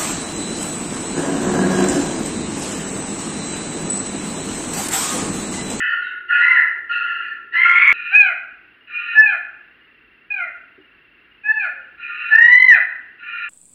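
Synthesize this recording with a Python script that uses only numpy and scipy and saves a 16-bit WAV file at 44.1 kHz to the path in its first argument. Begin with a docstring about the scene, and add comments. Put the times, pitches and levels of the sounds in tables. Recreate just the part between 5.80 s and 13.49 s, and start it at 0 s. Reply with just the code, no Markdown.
"""Chimpanzee screams in a walled enclosure

Arching harmonic screams alternate with hoarse rasps, bands of tone and noise at the throat's resonances.
Walls return discrete echoes and a diffuse tail; the loudest calls overload the microphone input.
A hard cut shortens one scream: before it the callers are farther off and more reverberant.
Squeals, faint falling tones, a soft knock on wood and electronic pips are heard over rumble and hiss."""
import sys
import numpy as np
from scipy import signal
from scipy.fft import rfft, irfft, next_fast_len
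from scipy.io import wavfile
from scipy.ndimage import uniform_filter1d, minimum_filter1d

SR = 44100
rng = np.random.default_rng(int(sys.argv[2]) if len(sys.argv) > 2 else 0)


def transcribe(u):
    """Save the signal u as a 16-bit wav file named by the first command-line argument.

    u: samples, shape (n,) or (channels, n), limited to [-1, 1]; the rate is SR.
    q: integer samples, one column per channel.
    """
    v = np.clip(np.atleast_2d(u).T, -1, 1)
    q = np.round(v * 32767).astype(np.int16)
    wavfile.write(sys.argv[1], SR, q)


N = 339129
CUT_S = 2.128  # the first shot gives way to the second


def amp(db):
    """Logarithmic level: decibels to amplitude gain."""
    return 10 ** (np.asarray(db) / 20)


def unit(x):
    """Normalisation to an rms of 1."""
    return x / np.sqrt(np.mean(abs(x) ** 2) + 1e-20)


def ramp(x):
    """Linear ramp limited to 0-1."""
    return np.clip(x, 0, 1)


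def read(points, hz):
    """Interpolation of a spectral table on a log-frequency axis."""
    f, value = np.transpose(points)
    return np.interp(np.log(hz + 1), np.log(f + 1), value)


def add(mix, s, sound):
    """Superposition: adds a sound to the mix at time s, dropping what lies outside."""
    at = round(s * SR)
    sound = sound[max(-at, 0):]
    part = mix[max(at, 0):][:len(sound)]
    part += sound[:len(part)]


def fade(t, edge_s):
    """Sine-squared window edges avoid clicks at start and end."""
    return np.sin(np.pi / 2 * np.clip(np.minimum(t - t[0], t[-1] - t) / edge_s, 0, 1)) ** 2


def noise(size, shape):
    """Spectral shaping: white noise weighted by shape(Hz), at an rms of 1."""
    full = next_fast_len(size + 4096)
    spectrum = rfft(rng.standard_normal(full)) * shape(np.fft.rfftfreq(full, 1 / SR))
    return unit(irfft(spectrum, full)[:size])


def wander(t, rate_hz):
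    """Low-pass noise: random drift up to about the given rate."""
    return noise(len(t), lambda hz: 1 / (1 + (hz / rate_hz) ** 4))


def background():
    """Coloured noise: a low outdoor rumble and a soft hiss, gently modulated together."""
    # spectrum of the outdoor rumble: (f/Hz, relative level/dB)
    air_spectrum = [(15, -43.5), (25, -25), (49, 0), (86, -10), (113, -6), (189, -9), (227, -3), (265, -3),
                    (372, -2.5), (455, -7), (523, -12), (1000, -18.5), (1300, -50.5), (2200, -120)]
    # spectrum of the outdoor hiss: (f/Hz, relative level/dB)
    hiss_spectrum = [(700, -24.5), (1000, -14.5), (1400, -3), (1850, 0), (2400, -5.5), (3000, -9),
                     (3500, -19.5), (4200, -25.5), (5200, -35), (6500, -53), (10000, -37.5), (15500, -45)]
    air_db, hiss_db, drone_db = -63, -55, -61.5
    t = np.arange(N) / SR
    air = amp(air_db) * noise(N, lambda hz: amp(read(air_spectrum, hz)))
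    hiss = amp(hiss_db) * noise(N, lambda hz: amp(read(hiss_spectrum, hz)))
    drone = amp(drone_db) * noise(N, lambda hz: 1 / (1 + ((hz - 380) / 70) ** 2))
    drone = drone * (t < CUT_S)  # heard in the first shot only
    return (air + hiss + drone) * amp(0.36 * wander(t, 3.9))


def pips():
    """Periodic tone bursts: the circuits whine once a period and rest on every fifteenth."""
    # successive pips of the repeating cycle: (f/Hz)
    pip_hz = [2830, 2840, 2660, 2740, 2750, 2660, 2750, 2750, 2660, 2750, 2750, 2655, 2750, 2760]
    period_s = 1001 / 30000
    t, out = np.arange(0, .021, 1 / SR), np.zeros(N)
    for count in range(int(N / SR / period_s)):
        step = count % (len(pip_hz) + 1)
        if step < len(pip_hz):
            tone = np.sin(2 * np.pi * (pip_hz[step] * t + rng.random()))
            add(out, .0045 + count * period_s, tone * fade(t, .004))
    return amp(-51.5) * out


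def knocks():
    """Modal decay: padded blows briefly ring the damped modes of a plank."""
    # soft double knock: (t/s, level/dB before the soft onset)
    blows = [(4.979, -33), (4.995, -37)]
    # modes of the plank: (f/Hz, level/dB, decay time t60/s)
    modes = [(390, 0, .06), (300, -10, .14), (520, -12, .03)]
    t, out = np.arange(SR // 4) / SR, np.zeros(N)
    ring = sum(amp(db - 60 * t / t60) * np.sin(2 * np.pi * hz * t) for hz, db, t60 in modes)
    soft_onset = 1 - np.exp(-t / 0.0066)
    for s, db in blows:
        add(out, s, amp(db) * ring * soft_onset)
    return out


def glide(start, length, first_hz, last_hz, db):
    """Linear frequency sweep: a brief, pure, falling tone."""
    t = np.arange(0, length, 1 / SR)
    hz = first_hz + (last_hz - first_hz) * t / length
    return start, amp(db) * np.sin(2 * np.pi * np.cumsum(hz) / SR) * fade(t, .01)


def squeal(start, length, note_hz, db, swell_db_per_s):
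    """Frequency modulation: a thin, unsteady tone slides up, over a weak fundamental an octave below."""
    scoop_hz, scoop_s, edge_s = 88.5, .04, .13
    t = np.arange(0, length, 1 / SR)
    hz = note_hz - scoop_hz * np.exp(-t / scoop_s)
    unsteady_hz = hz * (1 + 0.0016 * wander(t, 150) + 0.0043 * wander(t, 5))
    phase = np.pi * np.cumsum(unsteady_hz) / SR  # of the fundamental, at half the note
    fundamental = amp(-14) * np.sin(phase)
    return start, amp(db + swell_db_per_s * t) * (np.sin(2 * phase) + fundamental) * fade(t, edge_s)


def rasp(t, levels, throat, mouth=1):
    """Chaotic folds drive resonances: each holds a wavering tone inside a band of rattling noise."""
    sound = np.zeros(len(t))
    for db, group in zip(levels, throat):
        for table_hz, width, mode_db, tonal in group:
            centre = table_hz * mouth
            band = noise(len(t), lambda hz: 1 / (1 + ((hz - centre) / width) ** 2) ** 1.3)
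            pitch = centre + width * (.35 * wander(t, 15) + 0.28 * wander(t, 200))
            tone = unit(np.sin(2 * np.pi * np.cumsum(pitch) / SR) * amp(4.9 * wander(t, 23)))
            share = np.clip(tonal, 0, 1)  # of the power
            sound += amp(db + mode_db) * (np.sqrt(share) * tone + np.sqrt(1 - share) * band)
    rattle = unit(amp(0.73 * wander(t, 55)))
    passband = signal.butter(12, [1300, 4500], "bandpass", fs=SR, output="sos")
    return signal.sosfilt(passband, sound * rattle * fade(t, 0.015))


def thin_rasp(start, length, low_db, high_db, swell_db_per_s):
    """Exponential growth: a rasp creeps in and swells by a steady number of decibels a second."""
    # low and high group of throat resonances: (f/Hz, width/Hz, level/dB, tonal share 0-1)
    thin_throat = ([(1400, 24, -1.5, 0.99), (1425, 58, 1, 0.13), (1784, 120, 1.5, 0.28),
                    (2180, 240, -10, 0.12)], [(2526, 160, -1, 0.8), (2757, 62, -5, 0.9), (2922, 86, -15, 0),
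                    (3700, 540, -31, 0.32), (3945, 79, -25, 0.024)])
    attack_s, onset_db = .05, -7.5
    t = np.arange(0, length, 1 / SR)
    gain_db = swell_db_per_s * t + onset_db * ramp(1 - t / attack_s)
    return start, rasp(t, [low_db + gain_db, high_db + gain_db], thin_throat)


def harsh_rasp(start, length, low_db, high_db, fade_db_per_s, heave_s, heave_rate, mouth):
    """Amplitude modulation: a rasp bursts out and decays in heaves."""
    # low and high group of throat resonances: (f/Hz before the mouth factor, width/Hz, level/dB,
    #                                           tonal share 0-1)
    harsh_throat = ([(1404.4, 65.4, -2, 0.78), (1760, 150, -4, 1), (1981, 180, -12.5, 1)],
                     [(2600, 220, -5, 1), (2808, 198.7, -5.5, 0.7), (4200, 560, -29, 1)])
    attack_s, onset_db = 0.031, -12.5
    release_s, end_db = .12, -10.5
    low_heave_db, high_heave_db = 5, 2.5  # swing to either side
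    t = np.arange(0, length, 1 / SR)
    heave = np.cos(2 * np.pi * heave_rate * (t - heave_s))
    gain_db = onset_db * ramp(1 - t / attack_s) - fade_db_per_s * t
    gain_db = gain_db + end_db * ramp(1 - (length - t) / release_s)
    low = low_db + gain_db + low_heave_db * heave
    high = high_db + gain_db + high_heave_db * heave
    return start, rasp(t, [low, high], harsh_throat, mouth)


def throb(t):
    """Amplitude modulation: a quick pulsing of loudness."""
    # stretches that throb: (start t/s, end t/s, rate f/Hz, depth 0-1)
    stretches = [(4.52, 4.573, 45.5, 0.46), (6.554, 6.612, 29.3, 0.95), (6.785, 6.898, 48.2, 0.69)]
    gain = np.ones(len(t))
    for start, end, rate, depth in stretches:
        inside = np.clip(np.minimum(t - start, end - t) / .005, 0, 1)
        gain *= 1 + np.clip(depth, 0, 1) * inside * (np.cos(2 * np.pi * rate * (t - start)) - .2)
    return gain


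def surge(t):
    """Raised-cosine level changes: the voice surges or catches in its second and third harmonics, in dB."""
    # brief surges and dips: (middle t/s, length/s, second harmonic level/dB, third harmonic level/dB)
    moments = [(0.778, 0.027, 8.5, -3.5), (1.859, .04, 6, -1), (1.965, 0.029, 5, 1), (2.03, 0.12, 5, 1),
               (2.099, 0.042, 5.5, -4), (2.363, 0.032, 7.5, 7), (2.385, 0.053, -12, 6.5),
               (2.411, 0.033, 10.5, 6), (3.4, .055, 10.5, -8), (3.431, 0.041, -12, 5.5),
               (4.551, .05, -4, 1.5), (4.624, 0.044, 0.5, 5), (5.711, .04, 2.5, 5.5),
               (5.759, 0.085, -9.5, 0), (5.821, 0.025, -1, 4), (5.855, 0.025, 4.5, 2),
               (6.583, 0.02, 1, 0.5), (6.621, .04, 3.5, -3.5), (6.69, 0.071, -7, -4),
               (6.738, 0.067, 7.5, 0.5), (6.773, .03, -6, 1), (6.831, .09, 5, 5.5),
               (6.918, 0.064, 10.5, 1.5)]
    total_db = 0
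    for middle, length, *db in moments:
        bump = np.cos(np.pi * np.clip((t - middle) / length, -.5, .5)) ** 2
        total_db = total_db + np.outer([0, *db], bump)  # the fundamental stays as it is
    return total_db


def arch(t, first_hz, top_hz, last_hz, top_s, lateness):
    """Pitch contour: it climbs to a top, tips over and falls, and sags as the breath runs out."""
    rise_power, sag_hz, sag_s = 1.6, 69, .035
    climb = ramp(1 - t / max(top_s, 1 / SR)) ** rise_power
    fall = np.sin(np.pi / 2 * ramp((t - top_s) / (t[-1] - top_s)) ** lateness) ** 2
    sag = sag_hz * ramp(1 - (t[-1] - t) / sag_s)
    return top_hz - (top_hz - first_hz) * climb - (top_hz - last_hz) * fall - sag


def scream(row, roughness):
    """Source and filter: harmonics sweep through the throat; strained folds jitter and flutter chaotically."""
    # resonances of throat and mouth: (f/Hz, level/dB)
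    throat_peaks = [(550, -15), (700, -19), (850, -30.5), (1050, -25), (1250, -19), (1400, -3),
                    (1550, -7.5), (1660, -12), (1750, 2.5), (1900, 3.5), (2100, 0.5), (2320, -7),
                    (2480, 9.5), (2620, -6.5), (2800, -4.5), (3200, -19.5)]
    # overtones above the third, against the strength of the lower harmonics: (f/Hz, level/dB)
    overtones = [(2400, -18.5), (3100, -21.5), (3500, -47), (4000, -27.5), (4300, -42.5), (5100, -54),
                 (5800, -62.5), (7000, -85)]
    edge_db = -19  # level at the very start and end, against the middle
    purity = 0.81  # a surging harmonic locks onto its resonance: dB less roughness per dB of surge
    pure_db, pure_below = -3.5, .09  # pure screams, below this roughness, have overtones weaker by up to this
    weak_flutter = 1.3  # factor for all harmonics but the second, which is the steadiest
    start, length, level_db, third_db, attack_s, release_s, *pitch = row
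    clean, broken, breaks_at = roughness
    t = np.arange(0, length, 1 / SR)
    hz = arch(t, *pitch)
    effort_db = level_db + edge_db * (ramp(1 - t / attack_s) + ramp(1 - (length - t) / release_s))

    rough = clean + (broken - clean) * ramp((t / length - breaks_at) / (1 - breaks_at))
    surge_db = surge(start + t)
    locking_db = np.maximum(surge_db.max(0), 0) * (rough < .3)  # only a voice that has not broken up
    rough = rough * amp(-purity * locking_db)
    jitter = .055 * rough * wander(t, 240) + 0.0052 * wander(t, 46)
    phase = 2 * np.pi * np.cumsum(hz * (1 + jitter)) / SR

    resonance_db = [read(throat_peaks, hz), read(throat_peaks, 2 * hz), read(throat_peaks, 3 * hz) + third_db]
    levels = list(effort_db + np.array(resonance_db) + surge_db)
    strength_db = levels[1] + .24 * (levels[2] - levels[1]) + pure_db * ramp(1 - clean / pure_below)
    for k in range(4, 9):  # the overtones come and go
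        levels.append(strength_db + read(overtones, k * hz) + 5 * wander(t, 45))

    voice = np.zeros(len(t))
    for k, db in enumerate(levels, 1):
        spread_hz = 110 * min(k, 3)
        # complex noise smears each harmonic into a band
        flutter = 0.88 * rough * (wander(t, spread_hz) + 1j * wander(t, spread_hz))
        flutter = flutter * (1 if k == 2 else weak_flutter)
        voice += amp(db) * (unit(1 + flutter) * np.exp(1j * k * phase)).real
    # the hoarsest stretches also roar around 1170 Hz
    roar = noise(len(t), lambda f: 1 / (1 + ((f - 1170) / 130) ** 4))
    voice = voice + amp(levels[1] - 9.5) * rough ** 3 * roar
    return start, voice * throb(start + t) * fade(t, edge_s=0.0083)


def hold(x, limit):
    """Peak limiting: turns the gain down within 2 ms wherever the peaks pass the limit."""
    peak = -minimum_filter1d(-abs(x), size=90)
    return x / uniform_filter1d(np.maximum(peak / limit, 1), size=90)


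def enclosure(x, tail_db, spill):
    """Room response by convolution: direct sound, a few wall echoes and a diffuse tail of sparse taps."""
    # reflections off nearby walls: (delay t/s, level/dB before the send gain)
    echoes = [(0.0185, -5.5), (0.029, -20.5), (0.048, -20), (0.065, -14)]
    # decay of the enclosure: (f/Hz, decay time t60/s)
    decay = [(300, 0.56), (700, 0.72), (1500, 0.75), (2500, 0.55), (4000, 0.53), (8000, 0.19)]
    # send gain, rising at the close of the long scream, end values held: (t/s, level/dB)
    room_send = [(6.82, 2), (6.91, 5), (6.95, 2), (6.999, -0.5)]
    taps = np.zeros(SR)
    at = np.arange(600, SR - 20, 20)
    taps[at + rng.integers(0, 20, len(at))] = rng.choice([-1., 1.], len(at))
    hz, t, z = signal.stft(taps, SR, nperseg=256)
    build_up = 1 - np.exp(-t / 0.024)
    decay_gain = amp(-60 * t / read(decay, hz)[:, None])
    tail = signal.istft(z * build_up * decay_gain, SR, nperseg=256)[1]
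    response = amp(tail_db) * tail / np.linalg.norm(tail)
    for delay, db in echoes:
        response[round(delay * SR)] += amp(db)
    send = amp(np.interp(np.arange(N) / SR, *np.transpose(room_send)))
    # the strongest swells are beamed at the microphone and spill little more into the enclosure
    return x + signal.fftconvolve(hold(x, spill) * send, response)[:N]


def scene():
    """Superposition of sources in two shots joined by a hard cut, the first farther off and more reverberant."""
    # screams: (start t/s, length/s, level/dB, third harmonic extra level/dB, attack/s, release/s,
    #           first pitch f/Hz, top pitch f/Hz, last pitch f/Hz before the sag, time to the top/s,
    #           lateness of the fall as a power)
    screams = [ (0.567, 0.26, -16, -21, 0.046, 0.056, 893.4, 1031, 678, 0.12, 1.7),
               (1.719, 0.43, -12.5, -7, 0.058, .01, 939, 1070, 1122, 0.14, 1.07),
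               (2.312, 0.22, -8, -6.5, 0.022, 0.095, 735.4, 847.6, 684, .062, 1),
               (3.344, 0.23, -9.5, -10.5, 0.015, 0.093, 849, 872.2, 677.5, 0.044, 1.44),
               (4.499, .21, -20, -6.5, 0.0074, 0.1, 876, 834.7, 623, .004, .93),
               (5.632, 0.26, -14, -13, 0.029, 0.057, 830.7, 874.6, 644, 0.099, 1.65),
               (6.499, .5, -9, -13.5, 0.024, 0.036, 857.2, 1017, 681, 0.35, 1.42), ]
    # breaking up of each scream: (roughness at first 0-1, at the end 0-1, share of length before it breaks)
    breakups = [(.14, .36, .7), (.18, .75, .22), (.04, .35, .55), (.03, .35, .55), (.02, .2, .1),
                (.03, .33, .65), (.09, .4, .86)]
    # faint falling tones, a squeak and a moan: (start t/s, length/s, first f/Hz, last f/Hz, level/dB)
    glides = [(.22, .075, 3990, 3590, -55), (5.9, .15, 565, 515, -59)]
    # harsh rasps: (start t/s, length/s, low resonances level/dB, high ones level/dB, fade/(dB/s),
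    #               first heave/s after the start, heave rate f/Hz, mouth opening as a factor on the resonances)
    harsh_rasps = [ (-.04, .46, -21.5, -28, 47, 0.05, 9, 1.024), (.476, 0.35, -23, -29, 8, .06, 4.1, 1.007),
                   (1.085, .5, -24, -28.5, 29.5, 0.04, 5.7, .992),
                   (1.724, 0.48, -21.5, -27.5, 18.5, 0.13, 7.4, 0.99), ]
    # thin rasps, swelling: (start t/s, length/s, low resonances level/dB, high ones level/dB, swell/(dB/s))
    thin_rasps = [(2.057, 0.31, -45.5, -38.5, 27), (3.066, 0.3, -45.5, -38, 32.5),
                  (6.17, .4, -44.5, -40.5, 28), (7.385, 0.29, -45, -41.5, 40)]
    # squeals riding on the thin rasps: (start t/s, length/s, octave f/Hz, level/dB, swell/(dB/s))
    squeals = [(2.07, 0.32, 2455, -44.5, 71), (3.08, 0.2, 2460, -20.5, -28.5),
               (6.17, 0.36, 2475, -32.5, 14.5), (7.39, 0.4, 2420, -35.5, 2)]
    before, after = np.zeros(N), np.zeros(N)
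    calls = [scream(row, roughness) for row, roughness in zip(screams, breakups)]
    calls += [glide(*row) for row in glides]
    calls += [harsh_rasp(*row) for row in harsh_rasps]
    calls += [thin_rasp(*row) for row in thin_rasps]
    calls += [squeal(*row) for row in squeals]
    for s, sound in calls:
        middle_s = s + len(sound) / SR / 2
        add(before if middle_s < CUT_S else after, s, sound)
    t = np.arange(N) / SR
    before = before * fade(t, .006)
    first_shot = enclosure(before, tail_db=-5.0, spill=0.38)
    second_shot = enclosure(after, tail_db=-12.0, spill=0.43)
    voices = np.where(t < CUT_S, first_shot, second_shot)
    return (voices + knocks() + background() + pips())[None]


def record(dry):
    """Nonlinear distortion: a limiter holds peaks, the input rounds them, its bias thumps; then band limiting."""
    held = hold(dry[0], limit=0.98)
    ceiling, knee = .95, 13.0
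    driven = held / (1 + abs(held / ceiling) ** knee) ** (1 / knee)
    shaved = abs(held - driven)
    thump_band = signal.butter(1, [30, 140], "bandpass", fs=SR, output="sos")
    bias = signal.sosfilt(thump_band, shaved)
    ragged = bias * (1 + 1.2 * wander(held, 450))
    bias = signal.sosfilt(signal.butter(4, 1200, fs=SR, output="sos"), ragged)
    dip = signal.lfilter(*signal.iirpeak(8700, 2.2, fs=SR), driven)  # the treble has a broad hollow
    edge = signal.firwin(511, 15830, window=("kaiser", 9), fs=SR)  # low-pass
    return signal.oaconvolve(driven - 0.83 * dip + amp(3.0) * bias, edge, "same")[None]


dry = scene()
out = record(dry)
transcribe(out)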